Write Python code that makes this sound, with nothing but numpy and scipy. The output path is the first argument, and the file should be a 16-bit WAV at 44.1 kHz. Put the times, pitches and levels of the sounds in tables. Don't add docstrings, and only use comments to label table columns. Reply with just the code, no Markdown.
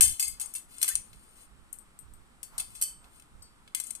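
import sys
import numpy as np
from scipy import signal
from scipy.fft import rfft, irfft
from scipy.io import wavfile
from scipy.ndimage import uniform_filter1d, map_coordinates

SR = 44100
rng = np.random.default_rng(int(sys.argv[2]) if len(sys.argv) > 2 else 0)


def write(x):
    x = np.atleast_2d(x).T
    wavfile.write(sys.argv[1], SR, np.round(np.clip(x, -1, 1) * 32767).astype(np.int16))


N = 176400
TAIL = np.arange(int(.55 * SR), dtype=np.float32) / SR
LIKENESS, LEFT_LAG_S = 0.39, 0.0001649


def from_db(db):
    return 10 ** (np.asarray(db) / 20)


def unit_power(x):
    return x / np.sqrt(np.mean(x ** 2) + 1e-20)


def at_hz(points, hz):
    pitches, values = np.transpose(points)
    return np.interp(np.log(np.maximum(hz, 1)), np.log(pitches), values)


def dying(t60):
    return np.exp(-np.float32(np.log(1000)) * TAIL / np.maximum(t60, 1e-3).astype(np.float32)[..., None])


def panned(db):
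    gains = from_db(np.array([db, -db]) / 2)
    return gains / np.sqrt(np.mean(gains ** 2, axis=0))


def placed(starts, sounds):
    out = np.zeros((2, N + len(TAIL)))
    for k, start in enumerate(np.clip(starts * SR, 0, N).astype(int)):
        out[:, start:start + len(TAIL)] += sounds[:, k]
    return out[:, :N]


def strokes(rows, fade_s=0.03):
    t, level = np.arange(N) / SR, 0
    for start, length, db in rows:
        end = start + max(length, fade_s)
        corners = [start - fade_s, start + fade_s / 2, end, end + 2 * fade_s]
        level = level + from_db(db) * np.interp(t, corners, [0, 1, 1, 0])
    return level


def coloured_noise(colour):
    hz = np.fft.rfftfreq(N, 1 / SR)
    shared, opposed = rfft(rng.standard_normal((2, N)))
    pair = np.sqrt(1 + LIKENESS) * shared + np.sqrt(1 - LIKENESS) * opposed * [[1], [-1]]
    pair[0] *= np.exp(-2j * np.pi * hz * LEFT_LAG_S)
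    return unit_power(irfft(pair * from_db(at_hz(colour, hz)), N))


# pitch in Hz, relative level in dB.
AIR_COLOUR = [(30, -6.5), (130, -17.5), (220, -14.5), (400, -22.5), (600, -26.5), (900, -23), (1300, -20),
              (1600, -26.5), (3400, -32), (6500, -39.5), (8500, -26), (10500, -38), (14500, -46.5)]


def room_air(db=-60):
    return from_db(db) * coloured_noise(AIR_COLOUR)


def room_echo(sound, db=-10.5, t60=0.24, delay_s=0.01):
    echo = rng.standard_normal((2, len(TAIL))) * dying([t60]) * (TAIL > delay_s)
    echo /= np.sqrt(np.sum(echo ** 2) / 2)
    return from_db(db) * signal.fftconvolve(sound, echo, axes=1)[:, :N]


# pitch in Hz, relative level in dB.
HANDLING_COLOUR = [(20, 0), (65, -1), (120, -11), (200, -17), (700, -57)]
# start in seconds, length in seconds, level in dB.
GRIP_THUDS = [(0, 0.1, -40.5), (.26, 0.067, -50.5), (.95, 0.03, -49), (1.11, 0.05, -53.5),
              (1.52, 0.083, -57.5), (2.01, 0.17, -53), (2.5, 0.54, -61), (3.34, 0.058, -52)]


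def handling(steady_db=-69, pan_db=-11.5):
    colour = from_db(at_hz(HANDLING_COLOUR, np.fft.rfftfreq(N, 1 / SR)))
    rumble = unit_power(irfft(rfft(rng.standard_normal((2, N))) * colour, N))
    return (strokes(GRIP_THUDS) + from_db(steady_db)) * rumble * panned(pan_db)[:, None]


# pitch in Hz, relative level in dB.
SKIN_COLOUR = [(300, -4), (700, 21.5), (950, 24), (1250, 24.5), (1700, 16), (4000, 5.5)]
# start in seconds, length in seconds, level in dB.
FINGER_RUBS = [(.39, 0.062, -60), (2.53, 0.074, -56), (3.03, 0.022, -61)]


def finger_rubs():
    return strokes(FINGER_RUBS) * coloured_noise(SKIN_COLOUR)


# pitch in Hz, factor on the lean (pan_db).
LEAN_BY_PITCH = [(1000, 0.079), (6500, 0.16), (8500, 0.92), (14000, 1.8)]


def strike(hz, mode_db, pan_db, envelope, spread_db=4.5):
    chance = rng.standard_normal((len(mode_db), 4, len(hz)))
    size = from_db(mode_db + spread_db * chance[:, 0])
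    size = size / np.sqrt(np.sum(size ** 2, axis=1, keepdims=True) / 2)
    size = size * panned(np.outer(pan_db, at_hz(LEAN_BY_PITCH, hz)))
    side_shift = np.pi * hz * LEFT_LAG_S + np.sqrt(-np.log(LIKENESS) / 2) * chance[:, 1]
    phase = np.arctan2(chance[:, 2], chance[:, 3]) + np.array([-side_shift, side_shift])
    angle = np.outer((2 * np.pi * hz).astype(np.float32), TAIL)
    sines = np.float32(size * np.cos(phase)) @ (np.sin(angle) * envelope)
    cosines = np.float32(size * np.sin(phase)) @ (np.cos(angle) * envelope)
    return sines + cosines


# pitch in Hz, relative level in dB.
PRESS_COLOUR = [(300, -30), (1200, -19), (1550, -19.5), (2300, -12), (3300, -9.5), (4400, -12), (5500, -14),
                (6600, -11.5), (7200, -10), (8300, -1.5), (9300, -1.5), (10200, -10), (14200, -16.5)]
# pitch in Hz, relative level in dB.
CLEAR_MODES = [(1640, -28.5), (2140, -18), (2590, -12), (3070, -10), (3450, -14), (4140, -19.5),
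               (4370, -19.5), (4850, -9.5), (5500, -17), (5820, -13), (6450, -5.5), (6650, -2),
               (7720, -6.5), (7900, 0.5), (8180, 5), (8410, -6), (8960, 3.5), (9140, -0.5), (9540, -8),
               (10740, -9), (12710, -10)]
CUTOFF_HZ, MODE_SPREAD_DB = 14450, 2


def press_modes(low_db, top_db, count, pull=.62):
    hz = 300 + (CUTOFF_HZ - 300) * (np.arange(count) + rng.random(count)) / count
    clear_hz = np.transpose(CLEAR_MODES)[0]
    nearest = clear_hz[np.abs(hz[:, None] - clear_hz).argmin(axis=1)]
    hz = hz + pull * (nearest - hz) * (hz > 1400) * (hz < 7400)
    low_boost = np.outer(low_db, at_hz([(4500, 1), (7000, 0)], hz))
    top_boost = np.outer(top_db, at_hz([(9500, 0), (11500, 1)], hz))
    mode_db = at_hz(PRESS_COLOUR, hz) + MODE_SPREAD_DB * rng.standard_normal(count)
    return hz, mode_db + low_boost + top_boost


# start in seconds, length in seconds, level in dB.
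STEEL_SLIDES = [(.46, 0.12, -56.5), (.71, 0.086, -51), (1.05, 0.28, -60.5), (1.38, 0.038, -52.5),
                (2.67, 0.16, -54), (3.12, 0.044, -59.5), (3.775, 0.111, -49.5), (.825, 0.014, -42),
                (.888, 0.016, -40)]
TOUCH_PAN_DB = 8


def slides(catches_per_s=1500, spread_db=4, t60=.07):
    sizes = from_db(spread_db * np.minimum(rng.exponential(1, (2, N)), 4))
    signs = rng.choice([-1, 1], (2, N))
    catches = sizes * signs * (rng.random((2, N)) < catches_per_s / SR)
    body = strike(*press_modes([0], [0], count=120), [TOUCH_PAN_DB], dying([t60]))[:, 0]
    scrape = unit_power(signal.fftconvolve(catches[:1], body, axes=1)[:, :N])
    return strokes(STEEL_SLIDES) * scrape


# start in seconds, length in seconds, first and last pitch in Hz, level in dB.
STEEL_SQUEALS = [(.009, 0.015, 3700, 2160, -38), (0.73, .036, 8900, 8970, -61),
                 (0.879, 0.031, 1647, 1520, -46.5), (0.902, 0.0308, 1600, 1950, -47)]


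def squeals(roughness_hz=150):
    t, out = np.arange(N) / SR, 0
    lowpass = signal.butter(2, roughness_hz, fs=SR, output="sos")
    rough = unit_power(signal.sosfilt(lowpass, rng.standard_normal(N)))
    for start, length, first_hz, last_hz, db in STEEL_SQUEALS:
        progress = np.clip((t - start) / length, 0, 1)
        angle = 2 * np.pi * np.cumsum(first_hz + (last_hz - first_hz) * progress) / SR
        swell = np.sqrt(np.abs(np.sin(np.pi * progress)))
        out = out + from_db(db) * swell * (np.sin(angle) + .5 * rough * np.cos(angle))
    return out * np.ones((2, 1))


# start in seconds, level in dB, boost of the low notes in dB.
NAIL_TICKS = [(1.131, -49, 9), (3.043, -54, 10.5), (3.198, -49, -2), (3.222, -50.5, 2), (3.677, -49, 15.5)]


def nail_ticks(t60=0.041):
    starts, db, low_db = np.transpose(NAIL_TICKS)
    hz, mode_db = press_modes(low_db, np.zeros_like(starts), count=150)
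    taps = strike(hz, mode_db, np.full(len(starts), TOUCH_PAN_DB), envelope=1)
    return placed(starts, from_db(db)[:, None] * taps * dying([t60]))


CRACK_T60_S = 0.0065


def free_part(starts, db, top_db, modes, pan_db):
    hz, mode_db, t60 = np.transpose(modes)
    mode_db = mode_db + np.outer(top_db, hz > 7400)
    envelope = dying(t60) + dying([CRACK_T60_S])
    rings = strike(hz, mode_db, np.full(len(starts), pan_db), envelope, spread_db=MODE_SPREAD_DB)
    return placed(starts, from_db(db)[:, None] * rings)


# pitch in Hz, relative level in dB, ring time in seconds.
LOOSE_PART_MODES = [(8255, 23, 0.066), (9530, 11, 0.17), (13200, 13.5, 0.069)]
# start in seconds, level in dB.
LOOSE_PART_TOUCHES = [(1.787, -43.5), (1.99, -42), (2.137, -51), (3.425, -46)]


def tinks():
    starts, db = np.transpose(LOOSE_PART_TOUCHES)
    return free_part(starts, db, np.zeros_like(starts), LOOSE_PART_MODES, pan_db=18)


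# pitch in Hz, relative level in dB, ring time in seconds.
CUP_NOTES = [(3101, -16, .3), (4538, 0, .28), (5071, -13, .36), (5168, -9, .25), (6169, -11, .23),
             (6900, -10, .14), (7908, -9, .32), (8053, -7, .36), (8452, -1, .48), (9480, -11, .24)]
# start in seconds, level in dB, boost of the top notes in dB.
CUP_KNOCKS = [(2.43, -57, 3), (2.583, -48.5, -13), (2.817, -36.5, 5.5), (3.421, -56, -13)]


def cup_rings():
    return free_part(*np.transpose(CUP_KNOCKS), CUP_NOTES, pan_db=1.0)


def ring_time(hz, longest_s=0.36, halved_at_hz=14000):
    return longest_s / (1 + (hz / halved_at_hz) ** 2)


def wavering(t60, fastest_hz=44, depth=1.2):
    rate, phase = rng.random((2, len(t60), 1)).astype(np.float32)
    beat = 1 + depth * np.sin(2 * np.pi * (fastest_hz * rate * TAIL + phase))
    return dying(t60) * beat / (1 + depth ** 2 / 2) ** .5


def grip_detuned(sounds, detune=.03):
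    speeds = 1 + detune * rng.uniform(-1, 1, sounds.shape[1])
    samples = np.arange(len(TAIL))
    return np.array([[map_coordinates(blow, [samples * speed], order=3)
                      for blow, speed in zip(side, speeds)] for side in sounds])


def chatter(count, bounce_s=.003, bounce_db=3.2):
    lumps = uniform_filter1d(rng.standard_normal((count, len(TAIL))), int(bounce_s * SR), axis=1)
    ease_in = np.minimum(TAIL / (2 * bounce_s), 1)
    return unit_power(from_db(bounce_db * unit_power(lumps) * ease_in))


# start in seconds, then five values in dB (clack level, ring level,
# low-note boost, top-note boost, leftward lean before pitch scales it), then clack ring time in seconds.
STEEL_CLANKS = [(0.008, 2.5, -10.5, -6.5, 2, 11, 0.021), (0.019, -11.5, -14.5, -8.5, 0.5, 6, 0.3),
                (0.196, -16, -20, -2.5, 4, 6, 0.058), (0.226, -13, -23.5, -4.5, 0, 10, 0.019),
                (0.278, -22, -59, -18, 2, 15, 0.12), (0.398, -24.5, -34, -7.5, 1, 6, 0.17),
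                (0.413, -20.5, -36, -8, -5, 17, 0.065), (0.459, -20, -65, -36, -8, 24, 0.028),
                (0.538, -25.5, -47, -16, 5, 17, 0.08), (0.551, -23, -52, -7.5, -5, 7, 0.14),
                (0.783, -28, -63, -10, -4, 25, 0.024), (0.815, -19, -26.5, 2.5, 6, 7, 0.036),
                (0.828, -8, -37, -5, 5, 12, 0.049), (0.844, -15, -55, 0.5, -13, 6, 0.021),
                (0.879, -14.5, -27, -3, 5, 3, 0.083), (0.888, -10, -47, -12.5, -2.5, 35, 0.05),
                (0.9536, -6, -49, -7.5, -7.5, 8.5, 0.027), (1.728, -21, -70, -40, 4.5, 20, 0.028),
                (1.739, -38, -62, -3.5, -0.5, 8.5, 0.034), (2.43, -25.5, -45.5, -3.5, 3, 10, 0.055),
                (2.58, -17, -58, -1.5, 4, 7, 0.069), (2.597, -21.5, -70.5, -6, -3, 5, 0.11),
                (2.751, -35.5, -39.5, 1.5, 1, 13, 0.043), (2.813, -20, -26.5, -4, 12, 1, 0.048),
                (2.823, -9.5, -66, -10, 3, 2, 0.066), (2.883, -33, -56, -10, -27, 3, 0.092),
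                (3.748, -12, -32.5, -1, 1.5, 11, 0.036), (3.8, -14.5, -51, -7.5, 1.5, 19, 0.041),
                (3.838, -22.5, -43, -37, -27, 21, 0.034), (3.869, -24.5, -55, -32, -4, 22, 0.07),
                (3.906, -22, -68, -10, -3, 50, 0.047), (3.951, -25, -68, -10.5, -8.5, 24, 0.065)]
CLACK_DB, RING_DB, FRAME_DB = -0.5, -4, -8.5


def clanks(crack_db=-11.5, grip_db=-6, build_up_s=0.00034):
    starts, clack_db, ring_db, low_db, top_db, pan_db, t60 = np.transpose(STEEL_CLANKS)
    contact = dying(t60) * chatter(len(starts)) + from_db(crack_db) * dying([CRACK_T60_S])
    hz, mode_db = press_modes(low_db, top_db, count=260)
    clack = grip_detuned(strike(hz, mode_db, pan_db, envelope=0.49)) * contact
    hz, mode_db = press_modes(low_db + grip_db, top_db, count=170)
    ring_t60 = ring_time(hz) * (1 + rng.random(len(hz))) / 2
    ring = strike(hz, mode_db, pan_db, wavering(ring_t60))
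    hz, mode_db = np.transpose(CLEAR_MODES)
    frame = strike(hz, np.tile(mode_db, (len(starts), 1)), pan_db, wavering(ring_time(hz)))
    ring_on = from_db(RING_DB) * ring + from_db(FRAME_DB) * frame
    blows = from_db(clack_db + CLACK_DB)[:, None] * clack + from_db(ring_db)[:, None] * ring_on
    return placed(starts, blows * (1 - np.exp(-TAIL / build_up_s)))


def scene():
    press = clanks() + tinks() + cup_rings() + nail_ticks() + slides() + finger_rubs() + squeals()
    return press + room_echo(press) + handling() + room_air()


def record(dry):
    return signal.sosfilt(signal.ellip(10, .2, 70, CUTOFF_HZ, fs=SR, output="sos"), dry)


dry = scene()
out = record(dry)
write(out)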